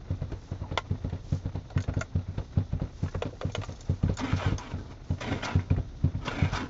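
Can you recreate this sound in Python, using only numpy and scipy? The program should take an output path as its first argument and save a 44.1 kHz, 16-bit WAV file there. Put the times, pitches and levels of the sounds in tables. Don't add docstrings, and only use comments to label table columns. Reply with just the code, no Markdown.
import sys
import numpy as np
from scipy import signal
from scipy.fft import rfft, irfft, next_fast_len
from scipy.io import wavfile
from scipy.ndimage import map_coordinates

SR = 44100
rng = np.random.default_rng(int(sys.argv[2]) if len(sys.argv) > 2 else 0)


def waveform_to_disk(signal):
    frames = np.transpose(np.atleast_2d(signal))
    scaled = np.clip(frames, -1, 1) * 32767
    samples = np.round(scaled).astype(np.int16)
    wavfile.write(sys.argv[1], SR, samples)


N = 295425
T = np.arange(int(.2 * SR)) / SR


# (t/s, level/dB)
CABIN_LEVEL = [(0.0, -47), (1.96, -45.5), (3.97, -48.5), (4.4, -44), (4.74, -47.5), (6.7, -42.5)]
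# (f/Hz, level/dB)
RUMBLE_COLOUR = [(12, -29.5), (20, -14), (32, 2), (50, -0.5), (66, 1.5), (90, -0.5), (136, -4.5),
                 (183, -11.5), (259, -12.5), (326, -17.5), (460, -30), (770, -69.5)]
RUSTLE_COLOUR = [(150, -39), (250, 0.5), (627, -4.5), (660, -4), (849, -7.5), (1150, -10.5), (1440, -11),
                 (1710, -16.5), (1870, -13.5), (2800, -21.5), (3640, -44.5), (6160, -120)]
HISS_COLOUR = [(1800, -25), (2800, 0.5), (3700, 8.5), (4500, 3), (6300, 3.5), (7400, -11.5)]
TROUSER_COLOUR = [(700, -0.5), (1500, -2.0), (3000, -1), (6300, 3.5), (7400, -4.5)]
# (t/s, half-width/s, level/dB)
TROUSER_SWISHES = [(0.46, 0.13, -64), (0.99, .08, -78), (1.33, 0.079, -57), (2.42, 0.12, -69),
                   (3.05, 0.12, -60), (3.7, 0.44, -62), (5.12, 0.076, -62)]
# (f/Hz, level/dB)
HUM_TONES = [(34.5, -52), (69, -59), (90.5, -55.5), (121, -57)]
# (f/Hz, level/dB)
CRUMB_COLOUR = [(400, 8.5), (1000, 2), (2200, -8), (4000, -11)]

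# (t/s, thud/dB)
STOP_HITS = [(0.1055, -31), (0.5164, -36), (0.909, -29.5), (1.323, -28), (1.763, -27), (2.154, -27),
             (2.5729, -25), (3.0304, -29.5), (3.4499, -31.5), (3.8957, -27.5), (4.33, -27), (4.737, -36),
             (5.1041, -29), (5.5545, -24), (6.0412, -24), (6.423, -24.5)]
# (t/s, thud/dB, rattle/dB, tick/dB, floor shudder/dB)
LIFT_KNOCKS = [(0.218, -33.5, -46, -54, -34), (0.320, -40.5, -43.5, -48, -33.5),
               (0.617, -36.5, -51, -54, -40), (0.715, -37, -41, -38, -43), (1.0463, -34, -44, -45, -30.5),
               (1.1268, -34.5, -42, -47, -48), (1.4564, -33.5, -44.5, -50, -34),
               (1.553, -35.5, -42.5, -43, -40), (1.886, -34, -42.5, -36, -28.5),
               (1.9677, -30, -40, -43, -35), (2.2864, -37, -62, -64, -55),
               (2.3804, -34, -40.5, -37.5, -31.5), (2.732, -30.5, -48, -44.5, -29),
               (2.817, -32, -43.5, -48, -30.5), (3.154, -34.5, -45.5, -45, -33),
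               (3.2537, -38, -38.5, -50, -39), (3.5795, -34.5, -46.5, -54, -42),
               (3.689, -40, -42, -43, -54), (4.0364, -25.5, -42, -45, -27),
               (4.0947, -30.5, -37.5, -48, -29), (4.4621, -27, -45.5, -40, -33),
               (4.5217, -31, -40, -41, -27), (5.7085, -25, -37, -47, -45), (5.775, -31, -41.5, -44, -26),
               (6.1511, -33, -51, -42, -37), (6.5285, -35, -49.5, -50, -30)]
# (f/Hz, level/dB, t60/s at damping 1)
FLOOR_MODES = [(94.2, 2.5, 0.16), (118.9, -1, 0.1), (141, -1, 0.1), (179.1, -13.5, 0.15),
               (251, -15.5, 0.17)]
# (f/Hz, level/dB)
LINKAGE_COLOUR = [(150, -14.5), (260, 8), (330, 4), (400, -1.5), (490, 4.5), (630, -4.5), (770, -5.5),
                  (1100, -13.5), (1700, -21.5), (2200, -24.5), (4000, -23), (7000, -42.5)]
# (f/Hz, level/dB, t60/s)
ARM_MODES = [(309, -0.5, 0.079), (457, -2.5, 0.069), (542, -5, 0.078), (754, -8.5, 0.054)]

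# (t/s, level/dB, body/dB, lower ring f/Hz, upper ring f/Hz, upper edge f/Hz)
PLASTIC_CLICKS = [(0.3185, -41.5, 13, 750, 1520, 4000), (0.7754, -15.5, -0.5, 1045, 2040, 3540),
                  (1.098, -42, 9, 700, 1890, 3800), (1.702, -39.5, 5, 750, 1480, 4100),
                  (1.7767, -26.5, -7, 1530, 1850, 2960), (1.804, -37.5, 2, 1500, 2090, 5000),
                  (1.8392, -39, 10, 1730, 3750, 5000), (1.8795, -40, 12, 800, 1500, 2400),
                  (1.895, -33.5, 4, 620, 1410, 2170), (1.9377, -34, 0, 720, 1510, 2000),
                  (2.0115, -21.5, -4, 640, 1475, 2500), (2.384, -41, 6, 565, 1290, 2400),
                  (2.727, -42, 1, 565, 1000, 2200), (2.798, -35.5, 9.5, 500, 970, 1990),
                  (3.06, -36.5, -16, 1000, 1300, 2800), (3.0825, -35.5, -3, 1050, 1700, 2400),
                  (3.14, -34, -7, 600, 1100, 1600), (3.1477, -27, 6.5, 560, 1030, 1900),
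                  (3.2219, -22, 8.5, 500, 1040, 3020), (3.4121, -27.5, 3, 595, 1200, 3400),
                  (3.4972, -42, 11, 2400, 3000, 4200), (3.5501, -21.5, 1, 596, 3010, 3700),
                  (3.6164, -32, 4, 620, 1040, 3500), (3.6351, -29.5, 1.5, 700, 1213, 3700),
                  (4.0287, -35.5, -1, 587, 1210, 2940), (4.06, -41.5, 12, 520, 1000, 2000),
                  (4.082, -37, -5, 1000, 1520, 3220), (4.1724, -34, -3, 900, 1400, 3560),
                  (4.582, -34.5, 5, 800, 990, 3500), (5.208, -33, -6, 1000, 2230, 4000),
                  (5.593, -33.5, -4, 990, 2050, 2200), (5.7024, -32.5, -1, 540, 2380, 2520),
                  (5.7643, -34.5, 2, 700, 1930, 1920), (5.785, -37.5, 11, 520, 740, 1500),
                  (6.146, -42, 5, 704, 1000, 2200)]
# (f/Hz, level/dB, t60/s)
SHELL_MODES = [(490, -4, 0.05), (723, -5, 0.034), (1050, 0.5, 0.023), (1376, -6, 0.045),
               (1960, -15.5, 0.044), (2180, -10, 0.029), (2604, -9.5, 0.024), (3220, -3.5, 0.011),
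               (4560, -15, 0.0071), (5630, 6, 0.0072), (6460, -1, 0.018)]
# (t/s, length/s, first f/Hz, last f/Hz, level/dB)
SQUEAK_GLIDES = [(0.63, 0.048, 1022, 766, -44), (1.7, 0.026, 793, 665, -40.5),
                 (3.323, 0.027, 527, 510, -40), (3.425, 0.027, 583, 453, -30.5),
                 (4.202, 0.059, 258, 254, -28.5), (4.254, 0.07, 258, 249, -36.5),
                 (4.386, 0.06, 657, 600, -38.5), (4.415, 0.071, 1035, 782, -41),
                 (5.42, 0.037, 3170, 3100, -38), (5.463, 0.042, 1375, 1346, -40),
                 (6.268, 0.034, 928, 910, -34), (6.355, 0.13, 2305, 2130, -38.5),
                 (6.356, 0.069, 265, 246, -33), (6.58, 0.086, 253, 269, -37)]
# (t/s, level/dB)
TINKLE_HITS = [(1.778, -44.5), (1.806, -46), (1.825, -40.5), (1.941, -50), (1.993, -47), (2.0105, -34),
               (3.521, -44), (3.537, -53), (3.552, -37), (3.648, -43), (3.7234, -45.5), (3.76, -47),
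               (3.809, -41), (3.855, -51), (4.141, -47), (4.1725, -33), (4.583, -32)]
# (f/Hz, level/dB, t60/s)
METAL_MODES = [(3540, -4, 0.024), (4540, -11, 0.056), (5570, -2, 0.022), (6350, -1.5, 0.029),
               (6740, -0.5, 0.021)]

# (t/s, scrape/dB)
CLOTH_STROKES = [
    [(4.184, -43), (4.196, -35), (4.228, -39.5), (4.33, -37.5), (4.36, -48)],
    [(4.36, -46.5), (4.398, -38), (4.42, -38.5), (4.428, -37), (4.486, -38.5), (4.57, -56)],
    [(4.59, -43.5), (4.682, -46.5), (4.69, -50), (4.714, -47), (4.776, -59.5), (4.79, -50), (4.82, -62),
     (4.876, -59), (4.924, -49.5), (4.95, -68)],
    [(5.17, -63), (5.188, -49), (5.198, -68), (5.208, -38), (5.22, -34.5), (5.238, -39), (5.308, -39),
     (5.314, -35), (5.382, -44), (5.41, -49)],
    [(5.415, -42), (5.419, -50), (5.433, -32), (5.445, -39.5), (5.459, -33), (5.517, -38.5), (5.587, -54.5),
     (5.597, -45.5), (5.655, -57.5), (5.68, -63)],
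    [(6.21, -55), (6.22, -49.5), (6.248, -53), (6.254, -39), (6.284, -32.5), (6.298, -38.5), (6.454, -39.5),
     (6.468, -43), (6.505, -45.5)],
    [(6.51, -44), (6.524, -43), (6.54, -33), (6.622, -37.5), (6.69, -56)],
]
# (f/Hz, width/Hz, level/dB)
FOLD_RINGS = [(2210, 180, -9.5), (1350, 270, -9), (900, 250, -2), (2110, 180, -8), (1430, 120, -7),
              (2260, 120, -12), (1520, 200, -5)]
# (f/Hz, level/dB)
CASE_COLOUR = [(420, -5), (500, -1.5), (700, 2), (950, 0), (1200, -1.5), (1450, 1.5), (1800, -7),
               (2220, -2), (2600, -7.5), (3100, -8.5), (3800, -14.5), (4600, -27.5)]
# (f/Hz, width/Hz, level/dB)
CASE_RINGS = [(433, 22, -3.5), (693, 16, -4.5), (773, 18, 8.5), (897, 22, 6), (989, 39, 6), (1410, 26, -7),
              (2155, 86, -7.5), (3080, 27, -3.5), (3190, 60, -7.5)]
# (t/s, level over the scrape/dB)
DRAG_LEVEL = [(4.19, -7), (4.22, 2.5), (4.33, 0), (4.39, -11), (4.5, 7), (4.6, -4.5), (4.8, 12.5),
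              (5.21, -8), (5.25, 2), (5.36, 10), (5.43, -8), (5.53, 1.5), (5.6, 2), (6.25, 5), (6.28, -2.5),
              (6.42, -1), (6.56, -11.5), (6.64, 7.5)]
# (t/s, fizz gained/dB)
CLOTH_SNAGS = [(4.192, 15), (4.371, 16.5), (5.212, 12.5), (5.452, 18), (6.262, 12), (6.53, 10.5),
               (6.562, 13)]
# (f/Hz, level/dB)
LIGHT_COLOUR = [(300, 0.0), (500, 0.0), (1000, 6), (1400, -7.5), (2300, -12.5), (3500, -22.5)]
DRAG_COLOUR = [(90, 13), (140, 4), (195, 1), (255, 9), (340, 2), (400, -6.5), (450, 2), (560, -15.0)]
FIZZ_COLOUR = [(3600, -2.0), (4500, 1.0), (5600, 3.0), (7300, -8.5)]
# (f/Hz, level/dB)
TRIM_COLOUR = [(280, 2.0), (1000, 2.0), (3000, -3.5), (7000, 5.5)]

HISS_FLICKER_DB, TOP_HZ = 1.8, 7400
CRUMB_DB, CRUMB_T60, CRUMBS_PER_S, CRUMB_SCATTER_DB = -60.5, 0.027, 35, 3.5
SOFT_THUD_DB, SOFT_RATTLE_DB, RATTLE_GROWS = -33.5, -44, 0.31
HARD_BRIGHTENS, HARD_DAMPS = 0.34, 0.012
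LEAD_S = .006
REBOUND_S = .028
ARM_DB, ARM_DETUNE, ARM_RISE_S = -5, 0.073, 0.0032
SWAY_HZ, SWAY_T60, SWAY_EDGE_HZ = 55.6, 0.1, 36
TICK_LEAD_S, TICK_BODY_DB, TICK_RING_HZ, TICK_EDGE_HZ = .0035, 1, (432, 900), 2100
SNAP_DB, SNAP_S = -18.5, 0.00037
BODY_HZ, EDGE_DB_PER_OCTAVE, SHELF_HZ = (680, 1050), -21, 5770
PART_DB, PART_T60 = (-1, 1), (0.046, 0.033)
CONTACT_S, CONTACT_DB = 0.00044, -4
HOARSE_DB, SLIP_JITTER = 3.5, 3.2
GRIP_S, SNAG_S = 0.005, 0.013
FIRM_DB, FIZZ_DB, FIZZ_FOLLOWS = -34, -55.5, 0.63
FIBRE_RATE, FIBRE_DB, CATCH_DB = 450, 2.8, 5
SINK_OCTAVES_PER_S, FOLD_SPACING_HZ, FOLD_LIFE_S, FOLD_DB = 1.6, 75, .08, 3.8
FLUTTER_RATE, FLUTTER_DB = 70, 1.2


def amp(db):
    return np.exp(np.asarray(db) * (np.log(10) / 20))


def unit(x):
    return x / np.sqrt(np.mean(x ** 2) + 1e-20)


def fade(t60):
    return np.exp(-np.log(1000) * T / t60)


def onset(time_constant):
    return 1 - np.exp(-T / time_constant)


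def early(x):
    return x / np.sqrt(np.mean(x[:SR // 25] ** 2))


def add(track, s, x):
    i = max(round(s * SR), 0)
    track[i:i + len(x)] += x[:len(track) - i]


def curves(rows):
    s, *cols = np.transpose(rows)
    return [np.interp(np.arange(N) / SR, s, c) for c in cols]


def wobble(rate, size):
    knots = rng.standard_normal(1000)
    return np.interp(np.arange(size) * rate / SR, np.arange(len(knots)), knots)


def grit(size, rate, spiky_db):
    return rng.standard_normal(size) * amp(spiky_db * wobble(rate, size))


def colour(x, points):
    f, db = np.transpose(points)
    m = next_fast_len(len(x) + 1024, True)
    octave = np.log2(np.fft.rfftfreq(m, 1 / SR) + 1)
    edges = np.log2(np.r_[f[0] / 2, f, f[-1] * 2])
    gain = amp(np.interp(octave, edges, np.r_[db[0] - 40, db, db[-1] - 40]))
    return unit(irfft(rfft(x, m) * gain, m)[:len(x)])


def resonate(x, rings):
    m = next_fast_len(len(x) + 4096)
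    f = np.fft.rfftfreq(m, 1 / SR)
    gain = sum(amp(db) * 1j * f * width / (hz * hz - f * f + 1j * f * width) for hz, width, db in rings)
    return unit(irfft(rfft(x, m) * gain, m)[:len(x)])


def sliding(x):
    hz, t, z = signal.stft(x, SR, nperseg=1024)
    across = hz[:, None] * 2 ** (SINK_OCTAVES_PER_S * (t - t.mean())) / FOLD_SPACING_HZ
    along = np.broadcast_to(t / FOLD_LIFE_S, across.shape)
    knots = rng.standard_normal((512, 32))
    field = map_coordinates(knots, [across, along], mode="mirror")
    return signal.istft(z * amp(FOLD_DB * field), SR, nperseg=1024)[1][:len(x)]


def thinned(x, edge_hz):
    high_pass = signal.butter(2, edge_hz, "high", fs=SR, output="sos")
    padded = np.pad(x, (int(LEAD_S * SR), 0))
    return signal.sosfiltfilt(high_pass, padded, padtype=None)


def presses():
    return [(s, db, SOFT_RATTLE_DB + RATTLE_GROWS * (db - SOFT_THUD_DB)) for s, db in STOP_HITS]


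def pedal_motion():
    busy = np.zeros(N)
    for s, _, shake_db, *_ in [*presses(), *LIFT_KNOCKS]:
        add(busy, s - .06, amp(shake_db / 2) * np.hanning(int(.15 * SR)))
    return busy / busy.mean()


def cabin():
    rumble_db, = curves(CABIN_LEVEL)
    rumble = amp(rumble_db - 0.1) * colour(grit(N, rate=6.2, spiky_db=1.0), RUMBLE_COLOUR)
    rustle_level = amp(-57.0) + amp(-66.5) * pedal_motion()
    rustle = rustle_level * colour(grit(N, rate=140, spiky_db=2.5), RUSTLE_COLOUR)
    hiss = amp(-65.5) * colour(grit(N, rate=62, spiky_db=HISS_FLICKER_DB), HISS_COLOUR)
    t = np.arange(N) / SR
    brush = sum(amp(db) * np.exp(-((t - s) / width) ** 2) for s, width, db in TROUSER_SWISHES)
    trousers = brush * colour(grit(N, rate=220, spiky_db=2.5), TROUSER_COLOUR)
    return rumble + rustle + hiss + trousers


def hum():
    t = np.arange(N) / SR
    return sum(amp(db) * unit(np.sin(2 * np.pi * hz * t + .4 * wobble(2.6, N))) for hz, db in HUM_TONES)


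def crumbs():
    struck = rng.random(N) < CRUMBS_PER_S * pedal_motion() / SR
    hits = struck * amp(CRUMB_SCATTER_DB * np.clip(rng.standard_normal(N), -2, 2))
    level = np.abs(signal.fftconvolve(hits, fade(CRUMB_T60))[:N])
    return amp(CRUMB_DB) * level * colour(sliding(rng.standard_normal(N)), CRUMB_COLOUR)


def floor_boom(force_db, damping, detune):
    boom = 0
    for hz, level, t60 in FLOOR_MODES:
        octaves_up = min(np.log2(hz / FLOOR_MODES[0][0]), .5)
        gain = amp(level + HARD_BRIGHTENS * force_db * octaves_up + rng.normal())
        tone = np.sin(2 * np.pi * hz * (1 + detune * rng.normal()) * T)
        boom = boom - gain * tone * fade(t60 / (damping + HARD_DAMPS * force_db))
    return boom


def knocks(rows, contact, damping, detune, edge_hz, thud_db, rattle_db, rattle_t60, rattle_rise, rebound_db):
    out = np.zeros(N)
    for s, db, shake_db, *_ in rows:
        boom = floor_boom(db - SOFT_THUD_DB, damping, detune) * onset(contact)
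        add(out, s - LEAD_S, amp(db + thud_db) * early(thinned(boom, edge_hz)))
        rebound = REBOUND_S * (1 + 0.15 * rng.normal())
        for delay, loss_db in [(0, 0), (rebound, rebound_db)]:
            chatter = colour(grit(len(T), rate=295.5, spiky_db=3.5), LINKAGE_COLOUR)
            chatter = chatter * fade(rattle_t60) * onset(rattle_rise)
            add(out, s + delay - .002, amp(shake_db + rattle_db + loss_db) * early(chatter))
    return out


def arm():
    out = np.zeros(N)
    for s, _, shake_db, *_ in [*presses(), *LIFT_KNOCKS]:
        ring = 0
        for hz, level, t60 in ARM_MODES:
            tone = np.sin(2 * np.pi * hz * (1 + ARM_DETUNE * rng.normal()) * T)
            ring = ring + amp(level + rng.normal(0, 1.1)) * fade(t60) * tone
        add(out, s, amp(shake_db + ARM_DB) * early(ring * onset(ARM_RISE_S)))
    return out


def sway():
    out = np.zeros(N)
    for s, _, _, _, db in LIFT_KNOCKS:
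        hz = SWAY_HZ * (1 + 0.1 * rng.normal())
        shudder = np.sin(2 * np.pi * hz * T) * fade(SWAY_T60) * onset(0.0034)
        add(out, s - LEAD_S, -amp(db - 3.0) * early(thinned(shudder, SWAY_EDGE_HZ)))
    return out


def click_answer(hz, body_db, edge_hz):
    octaves_over = np.log2(np.maximum(np.minimum(hz, SHELF_HZ) / edge_hz, 1))
    return np.interp(hz, BODY_HZ, [body_db, 0]) + EDGE_DB_PER_OCTAVE * octaves_over


def clicks():
    out = np.zeros(N)
    ticks = [(s - TICK_LEAD_S, tick_db, TICK_BODY_DB, *TICK_RING_HZ, TICK_EDGE_HZ)
             for s, _, _, tick_db, _ in LIFT_KNOCKS]
    grid = np.geomspace(420, 7300, 16)
    push = (1 - T / CONTACT_S * 2) * np.exp(-T / CONTACT_S * 2)
    for s, db, body_db, lower_hz, upper_hz, edge_hz in [*PLASTIC_CLICKS, *ticks]:
        shell = [(hz, level + click_answer(hz, body_db, edge_hz), t60) for hz, level, t60 in SHELL_MODES]
        part = list(zip((lower_hz, upper_hz), PART_DB, PART_T60))
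        ring = 0
        for hz, level, t60 in shell + part:
            tone = np.sin(2 * np.pi * (hz * (1 + 0.012 * rng.normal()) * T + rng.random()))
            ring = ring + amp(level + rng.normal(0, 1.5)) * fade(t60) * tone
        answer_db = click_answer(grid, body_db, edge_hz)
        crack_colour = np.c_[grid, answer_db - 1.2 * np.log2(grid)]
        crack = colour(rng.standard_normal(len(T)), crack_colour) * fade(0.039)
        crack_size = np.sqrt(np.mean(amp(answer_db) ** 2))
        rise = np.clip(SNAP_S * amp((SNAP_DB - db) / 1.5), .0002, .0014)
        body = amp(-6) * ring + amp(-5.0) * crack_size * crack
        add(out, s - rise / 2, amp(db) * body * onset(rise))
        add(out, s - rise / 2, amp(db + CONTACT_DB) * min(SNAP_S / rise, 1) * push)
    return out


def squeaks():
    out = np.zeros(N)
    for s, length, first_hz, last_hz, db in SQUEAK_GLIDES:
        n = int(length * SR)
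        hz = np.linspace(first_hz, last_hz, n) + SLIP_JITTER * np.sqrt(first_hz) * wobble(500, n)
        swell = np.sqrt(np.hanning(n)) * amp(HOARSE_DB * wobble(220, n))
        add(out, s, amp(db - 6.0) * unit(swell * np.sin(2 * np.pi * np.cumsum(hz) / SR)))
    return out


def tinkles():
    out = np.zeros(N)
    for s, db in TINKLE_HITS:
        ring = 0
        for hz, level, t60 in METAL_MODES:
            phase = 2 * np.pi * hz * (1 + 0.033 * rng.normal()) * T + 1.5 * wobble(600, len(T))
            ring = ring + amp(level + rng.normal(0, 0.63)) * fade(t60) * np.sin(phase)
        add(out, s - .002, amp(db + 1.5) * ring * onset(0.0013))
    return out


def cloth():
    out = np.zeros(N)
    drag_db, = curves(DRAG_LEVEL)
    for stroke, (ring_hz, ring_width, ring_db) in zip(CLOTH_STROKES, FOLD_RINGS):
        start, end = stroke[0][0] - GRIP_S, stroke[-1][0] + GRIP_S
        span = slice(int(start * SR), min(int(end * SR), N))
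        scrape_db = curves(stroke)[0][span]
        t = np.arange(len(scrape_db)) / SR
        snag_db = sum(gain_db * np.exp(-((start + t - s) / SNAG_S) ** 2) for s, gain_db in CLOTH_SNAGS)
        fizz_db = FIZZ_DB + FIZZ_FOLLOWS * (scrape_db - FIRM_DB) + snag_db
        fibres = grit(len(t), rate=FIBRE_RATE, spiky_db=FIBRE_DB)
        folded = sliding(fibres)
        catches = grit(len(t), rate=FIBRE_RATE, spiky_db=CATCH_DB)
        fold = resonate(catches, [(ring_hz, ring_width, 0)])
        case = colour(folded, CASE_COLOUR) + amp(-6) * resonate(folded, CASE_RINGS)
        firm = unit(case + amp(ring_db) * fold)
        light = colour(folded, LIGHT_COLOUR)
        firmness = np.clip(2.0 + (scrape_db - FIRM_DB) / 14, 0, 1)
        scrape = amp(scrape_db + 0.5) * (firmness * firm + (1 - firmness) * light)
        drag = amp(scrape_db + drag_db[span] - 1.5) * colour(fibres, DRAG_COLOUR)
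        fizz = amp(fizz_db) * colour(fibres, FIZZ_COLOUR)
        grip = np.clip(np.minimum(t, t[::-1]) / GRIP_S, 0, 1)
        flutter = amp(FLUTTER_DB * wobble(FLUTTER_RATE, len(t)))
        add(out, start, grip * flutter * (scrape + drag + fizz))
    return out


def reflections(x, t60):
    tail = colour(rng.standard_normal(len(T)), TRIM_COLOUR) * fade(t60) * np.clip(T / 0.00072, 0, 1)
    return signal.fftconvolve(x, tail / np.linalg.norm(tail))[:N]


def scene():
    background = cabin() + hum()
    down = knocks(presses(), contact=0.005, damping=0.93, detune=0.02, edge_hz=59.4, thud_db=2.0,
                  rattle_db=-2.0, rattle_t60=0.085, rattle_rise=0.0044, rebound_db=-8)
    up = knocks(LIFT_KNOCKS, contact=0.0051, damping=1.04, detune=0.035, edge_hz=42, thud_db=2.5,
                rattle_db=-1.1, rattle_t60=0.069, rattle_rise=.007, rebound_db=-11.0)
    pedal = crumbs() + down + up + arm() + sway()
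    near = pedal + clicks() + squeaks() + tinkles() + cloth()
    return (near + amp(-10.5) * reflections(near, t60=.075) + background)[None]


def record(dry):
    m = next_fast_len(N + SR // 2)
    hz = np.fft.rfftfreq(m, 1 / SR)
    return irfft(rfft(dry, m) / np.sqrt(1 + (hz / TOP_HZ) ** 100), m)[..., :N]


dry = scene()
out = record(dry)
waveform_to_disk(out)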